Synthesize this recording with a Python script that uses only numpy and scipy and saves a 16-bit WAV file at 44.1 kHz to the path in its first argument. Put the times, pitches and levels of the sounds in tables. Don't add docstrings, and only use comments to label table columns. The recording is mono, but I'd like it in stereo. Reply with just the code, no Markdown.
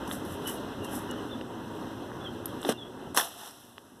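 import sys
import numpy as np
from scipy import signal
from scipy.fft import rfft, irfft
from scipy.io import wavfile

SR = 44100
rng = np.random.default_rng(int(sys.argv[2]) if len(sys.argv) > 2 else 0)


def field_ratio(decibels):
    return 10 ** (np.asarray(decibels, dtype=float) / 20)


def dump(signal):
    limited = np.clip(np.atleast_2d(signal).T, -1, 1)
    pcm = np.round(limited * 32767).astype(np.int16)
    wavfile.write(sys.argv[1], SR, pcm)


N = 176400


def in_time(rows):
    t_s, level_db = np.transpose(rows)
    return field_ratio(np.interp(np.arange(N) / SR, t_s, level_db, left=-120, right=-120))


def at_hz(points, hz):
    table_hz, value = np.transpose(points)
    return np.interp(np.log(hz), np.log(table_hz), value)


def rms_one(x):
    return x / np.sqrt(np.mean(x ** 2) + 1e-20)


def colour(white, spectrum):
    hz = np.arange(N // 2 + 1) * SR / N + 1
    return rms_one(irfft(rfft(white) * field_ratio(at_hz(spectrum, hz)), N))


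def drift(rate_hz):
    r = np.exp(-2 * np.pi * rate_hz * 40 / SR)
    white = rng.standard_normal(N // 40 + 2002)
    slow = signal.lfilter([1], [1, -2 * r, r * r], white)[2000:]
    return np.interp(np.arange(N) / 40, np.arange(len(slow)), rms_one(slow))


def ring(x, hz, t60_s):
    r = field_ratio(-60 / (t60_s * SR))
    w = 2 * np.pi * min(hz, 0.45 * SR) / SR
    return signal.lfilter([0, np.sin(w)], [1, -2 * r * np.cos(w), r * r], x + 1e-18)


def ports(x, lag_samples, scatter):
    taps = scatter * rng.standard_normal((2, 40)) * np.exp(-np.arange(40) / 22.3)
    taps[:, 0] = 1
    taps /= np.sqrt(np.sum(taps ** 2, axis=1, keepdims=True))
    pair = [np.roll(x, int(round(lag_samples))), x]
    return np.array([signal.lfilter(h, 1, side) for h, side in zip(taps, pair)])


def grains(per_s, spread_db, wash, spectrum, cycles):
    level_db = spread_db * np.minimum(rng.exponential(1, (3, N)), 3.8)
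    size = field_ratio(level_db) * rng.choice([-1, 1], (3, N))
    size = size * (rng.random((3, N)) < per_s / SR)
    dealt = rng.integers(0, 14, (3, N))
    crackle = 0
    for k, hz in enumerate(np.geomspace(spectrum[1][0], 14000, 14)):
        crackle = crackle + field_ratio(at_hz(spectrum, hz)) * hz * ring(size * (dealt == k), hz, cycles / hz)
    g = rms_one(crackle) + wash * colour(rng.standard_normal((3, N)), spectrum)
    return rms_one(g[0] + 1.74 * g[1:])


def swells(rows):
    t = np.arange(N) / SR
    power = 0
    for peak_s, level_db, rise_s, fade_s in rows:
        rise_db = 25 * np.maximum(peak_s - t, 0) / rise_s
        fade_db = 60 * np.maximum(t - peak_s, 0) / fade_s
        power = power + field_ratio(level_db - rise_db - fade_db) ** 2
    return np.sqrt(power)


def film_swishes():
    swishes = [(.078, -38, 0.0042, 0.024), (.125, -34.5, 0.057, 0.22), (.255, -46.5, .006, 0.17),
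               (.33, -43.5, 0.14, 0.17), (.472, -29, .003, .3), (.466, -46, .12, .03),
               (.85, -41.5, 0.027, 0.1), (.955, -35, 0.093, 0.25), (1.113, -35.5, 0.0032, 0.013),
               (2.459, -43, 0.002, 0.047), (2.48, -49.5, .01, 0.26), (2.62, -48, 0.021, 0.046),
               (2.634, -44, 0.0094, 0.06), (2.683, -39, 0.013, 0.057)]
    # f/Hz, density/(dB per Hz)
    film_colour = [(500, -12), (2000, 8), (3200, -8), (6000, -3.5), (9000, 4.5), (11000, 11), (13000, 5),
                   (15000, -44)]
    return swells(swishes) * grains(6000, 3.5, 0.7, film_colour, cycles=14)


def finger_slip():
    slip = [
        (2.652, -29, .003, 0.05),
        (2.667, -29, 0.0059, 0.085),
        (2.6925, -17, 0.009, 0.11),
        (2.722, -25, 0.14, 0.035),
    ]
    # f/Hz, density/(dB per Hz)
    slip_colour = [(100, 8), (300, 9.5), (700, -11), (1500, -12), (3000, -13.5), (6000, -25), (11000, -18),
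                   (15000, -34)]
    return swells(slip) * grains(6000, 3.2, 0.7, slip_colour, cycles=8)


def fold_snaps():
    # t/s, peak level/dB, centre f/Hz, ring/cycles
    snaps = [(.076, -31, 9000, 3), (.112, -27, 3150, 4), (.251, -33, 10000, 3), (.4703, -26, 11500, 12),
             (.8465, -28, 10000, 3), (.9323, -33, 10500, 6), (1.111, -25, 8500, 3), (1.4117, -30, 3100, 4),
             (1.7938, -40, 2730, 4), (2.117, -35, 1500, 3), (2.262, -39, 2200, 4), (2.4568, -33, 6000, 2),
             (2.4572, -21, 9800, 16), (2.4574, -14, 12300, 22), (2.4655, -28, 11600, 30),
             (2.6163, -31, 9300, 8), (2.6295, -29, 7000, 2), (2.6305, -33, 11000, 6),
             (2.6498, -25, 3500, 5), (2.682, -36, 12000, 12), (2.690, -23, 3200, 2), (2.6905, -20, 9000, 3),
             (2.692, -27, 11500, 6), (2.7025, -29, 5500, 5), (2.704, -31, 10500, 6),
             (2.7165, -31, 11500, 8), (2.7235, -28, 3300, 4), (2.7242, -25, 9500, 4),
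             (3.1462, -23, 10000, 6), (3.1665, -22, 11500, 8), (3.1738, -8, 10100, 8),
             (3.1742, -12, 2800, 8), (3.1745, -11, 7600, 4), (3.1748, -14, 11500, 6),
             (3.193, -25, 5600, 14), (3.2035, -18, 11000, 10), (3.413, -39, 9000, 3), (3.476, -33, 9800, 8),
             (3.478, -35, 13000, 6), (3.5065, -47, 1700, 6), (3.509, -37, 4500, 1.5), (3.51, -36, 10000, 3),
             (3.7808, -36, 3300, 2), (3.782, -46, 10500, 6)]
    burst_s, trim_db, length = 0.0008, 5, 600
    out = np.zeros((2, N))
    for t_s, peak_db, hz, cycles in snaps:
        burst = rng.standard_normal(length) * np.exp(-np.arange(length) / (burst_s * SR))
        burst = ring(ring(burst, hz, cycles / hz), hz, cycles / hz)
        click = np.zeros(N)
        start = int(t_s * SR)
        click[start:start + length] = field_ratio(peak_db + trim_db) * burst / np.abs(burst).max()
        out += ports(click, lag_samples=2, scatter=0.17)
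    return out


def water_thumps():
    # t/s, peak level/dB, f/Hz, t60/s
    thumps = [(1.412, -17.5, 350.6, 0.018), (2.649, -12, 850, 0.0054), (2.655, -18, 336, .03),
              (2.6655, -16.5, 301, 0.074), (2.691, -5.5, 487, 0.011), (2.692, -8.5, 238, 0.032),
              (3.173, -15.5, 310, 0.028), (3.1747, -9, 2080, 0.0097), (3.178, -23, 761, 0.015),
              (3.184, -19, 900, 0.027), (3.313, -37, 710, 0.018), (3.432, -34, 850, 0.018),
              (3.2135, -18, 1520, .012), (3.199, -10, 1700, 0.013)]
    out = np.zeros(N)
    for t_s, peak_db, hz, t60_s in thumps:
        hit = field_ratio(peak_db) * (np.arange(N) == int(t_s * SR))
        out += ring(hit, hz, t60_s)
    return ports(out, lag_samples=15.6, scatter=0.017)


def burst_spray():
    # t/s, level/dB
    burst = [
        (3.144, -59),
        (3.147, -31),
        (3.158, -34),
        (3.1625, -27.5),
        (3.1675, -20.5),
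        (3.1715, -28.5),
        (3.1745, -8.5),
        (3.178, -18.5),
        (3.205, -35),
        (3.23, -45),
    ]
    # f/Hz, density/(dB per Hz)
    splash_colour = [(200, -5), (600, -1), (1700, -5.5), (3000, -11), (6000, -9), (9000, -8), (11000, -2),
                     (15000, -20)]
    return in_time(burst) * grains(9000, 3.2, 0.5, splash_colour, cycles=20)


def run_off():
    # t/s, level/dB
    drain = [(3.175, -42), (3.181, -21.5), (3.203, -26), (3.23, -31), (3.29, -41.5), (3.35, -45.5),
             (3.41, -41.5), (3.48, -42.5), (3.53, -49.5), (3.65, -52.5), (3.8, -61), (4.0, -66)]
    # f/Hz, density/(dB per Hz)
    drain_colour = [(200, -8), (700, -0.5), (1500, -9.5), (3000, -6.5), (6000, -11), (9000, -10.5),
                    (11000, -5), (15000, -16)]
    return in_time(drain) * grains(4000, 3.4, 0.8, drain_colour, cycles=18)


def birds():
    # t/s, length/s, start f/Hz, end f/Hz, level/dB
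    chirps = [(0.445, 0.075, 2904, 2950, -39), (0.55, 0.046, 2970, 2850, -51),
              (0.806, 0.078, 2910, 2750, -47), (0.854, 0.05, 3300, 3000, -53),
              (1.086, 0.044, 2937, 2864, -42), (1.166, 0.042, 2950, 2900, -49),
              (1.295, 0.061, 3684, 3300, -49), (2.487, .02, 3290, 3300, -55.5),
              (2.199, 0.037, 3400, 3450, -54.5), (2.238, 0.054, 3450, 3050, -43),
              (2.573, 0.088, 2790, 2800, -54), (2.725, 0.057, 2790, 2750, -52),
              (2.771, 0.043, 3616, 3400, -49), (2.804, 0.038, 3430, 3150, -45.5),
              (2.845, 0.041, 3400, 3380, -57)]
    wobble_hz = 60 * drift(54)
    out = np.zeros(N)
    for t_s, length_s, start_hz, end_hz, level_db in chirps:
        i = int(t_s * SR)
        u = np.linspace(0, 1, int(length_s * SR))
        hz = start_hz + (end_hz - start_hz) * u + wobble_hz[i:i + len(u)]
        whistle = np.sin(2 * np.pi * np.cumsum(hz) / SR)
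        out[i:i + len(u)] += field_ratio(level_db) * np.sin(np.pi * u) * whistle
    out = out * field_ratio(2.5 * drift(90))
    blurred = out + 0.3 * np.roll(out, 900) + 0.12 * np.roll(out, 2100)
    return ports(blurred, lag_samples=1, scatter=0.15)


def motor():
    # t/s, firing f/Hz, level/dB
    firing = [(0, 60.65, -36), (.4, 74.6, -54), (0.8, 95, -41), (1.0, 104, -38), (1.299, 110.9, -42),
              (2.002, 116.9, -42), (3.15, 120.3, -48.5), (3.301, 120.5, -71), (4, 115.7, -57.5)]
    t_s, firing_hz, level_db = np.transpose(firing)
    hz = np.interp(np.arange(N) / SR, t_s, firing_hz) * (1 + 0.0398 * drift(7.94))
    phase = 2 * np.pi * np.cumsum(hz) / SR
    tone = np.sin(phase) + 0.46 * np.sin(2 * phase) + 0.33 * np.sin(3 * phase)
    level = field_ratio(8 + 0.78 * drift(21)) * in_time(np.c_[t_s, level_db])
    return ports(level * tone, lag_samples=5.1, scatter=0.14)


def drone():
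    # t/s, level/dB
    drone_level = [(0.0, -37), (0.38, -37), (1.08, -37.5), (1.49, -41), (1.76, -39), (2.57, -40.5),
                   (2.7, -45.5), (3.07, -42), (3.25, -53), (3.49, -57), (3.73, -57), (4.0, -54)]
    # f/Hz, density/(dB per Hz)
    drone_colour = [(30, 0), (100, 1), (300, -2.5), (700, -16.5), (1500, -20), (3500, -28.5), (6000, -37),
                    (14000, -40)]
    # f/Hz, width/Hz, gain
    humps = [(92.5, 18.3, 0.95), (252, 42, 0.75), (309, 11, 0.71), (417, 18, 0.56), (942, 61, 1.04),
             (1620, 51, 0.37), (2660, 290, 0.46)]
    # f/Hz, likeness/(0-1)
    likeness = [(25, .88), (45, .999), (140, .998), (300, 0.97), (1000, 0), (3000, 0.02), (12000, 0)]
    edges_hz = 25 * 2 ** np.arange(0, 9.6, 0.5)
    together = drift(4)
    white = rng.standard_normal((2, 2, N))
    out = 0
    for k, (low, high) in enumerate(zip(edges_hz, edges_hz[1:])):
        band = signal.butter(2, [low, high], "band", fs=SR, output="sos")
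        mid, side = signal.sosfilt(band, white[k % 2])
        hz = np.sqrt(low * high)
        alike = np.clip(at_hz(likeness, hz), 0, 0.999)
        gain = field_ratio(at_hz(drone_colour, hz) + 0.7 * together + 1.2 * drift(10))
        out = out + gain * (np.sqrt(1 + alike) * mid + np.sqrt(1 - alike) * side * [[1], [-1]])
    for hz, width_hz, gain in humps:
        r = np.exp(-np.pi * width_hz / SR)
        poles = [1, -2 * r * np.cos(2 * np.pi * hz / SR), r * r]
        out = out + gain * signal.lfilter([(1 - r * r) / 2, 0, (r * r - 1) / 2], poles, out)
    return field_ratio(7.5) * in_time(drone_level) * rms_one(out)


def scene():
    bag = film_swishes() + finger_slip() + fold_snaps()
    water = water_thumps() + burst_spray() + run_off()
    no_bass = signal.butter(2, 110, "high", fs=SR, output="sos")
    return signal.sosfilt(no_bass, bag + water) + birds() + motor() + drone()


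def roll_off(x):
    return signal.sosfilt(signal.butter(12, 15690, fs=SR, output="sos"), x)


def record(dry):
    # f/Hz, density/(dB per Hz)
    hiss_colour = [(1000, -7), (2600, -11), (4000, 2.5), (6000, 2), (11000, 4.5), (14000, -4)]
    hiss_db, port_trim_db = -60.5, -2
    cross_gain, cross_s, cross_cut_hz = 0.995, 21 / 48000, 7200
    hiss = field_ratio(hiss_db) * colour(rng.standard_normal((2, N)), hiss_colour)
    heard = (dry + hiss) * field_ratio([[port_trim_db / 2], [-port_trim_db / 2]])
    hz = np.arange(N // 2 + 1) * SR / N
    cross = cross_gain * np.exp(-2j * np.pi * hz * cross_s) / (1 + (hz / cross_cut_hz) ** 6)
    wide = 0.68 * (heard - irfft(rfft(heard[::-1]) * cross, N))
    limited = 1.5 * np.tanh(wide / 1.5)
    top_cut = signal.cheby2(16, 44, 14650, fs=SR, output="sos")
    return roll_off(signal.sosfilt(top_cut, limited))


dry = scene()
out = record(dry)
dump(out)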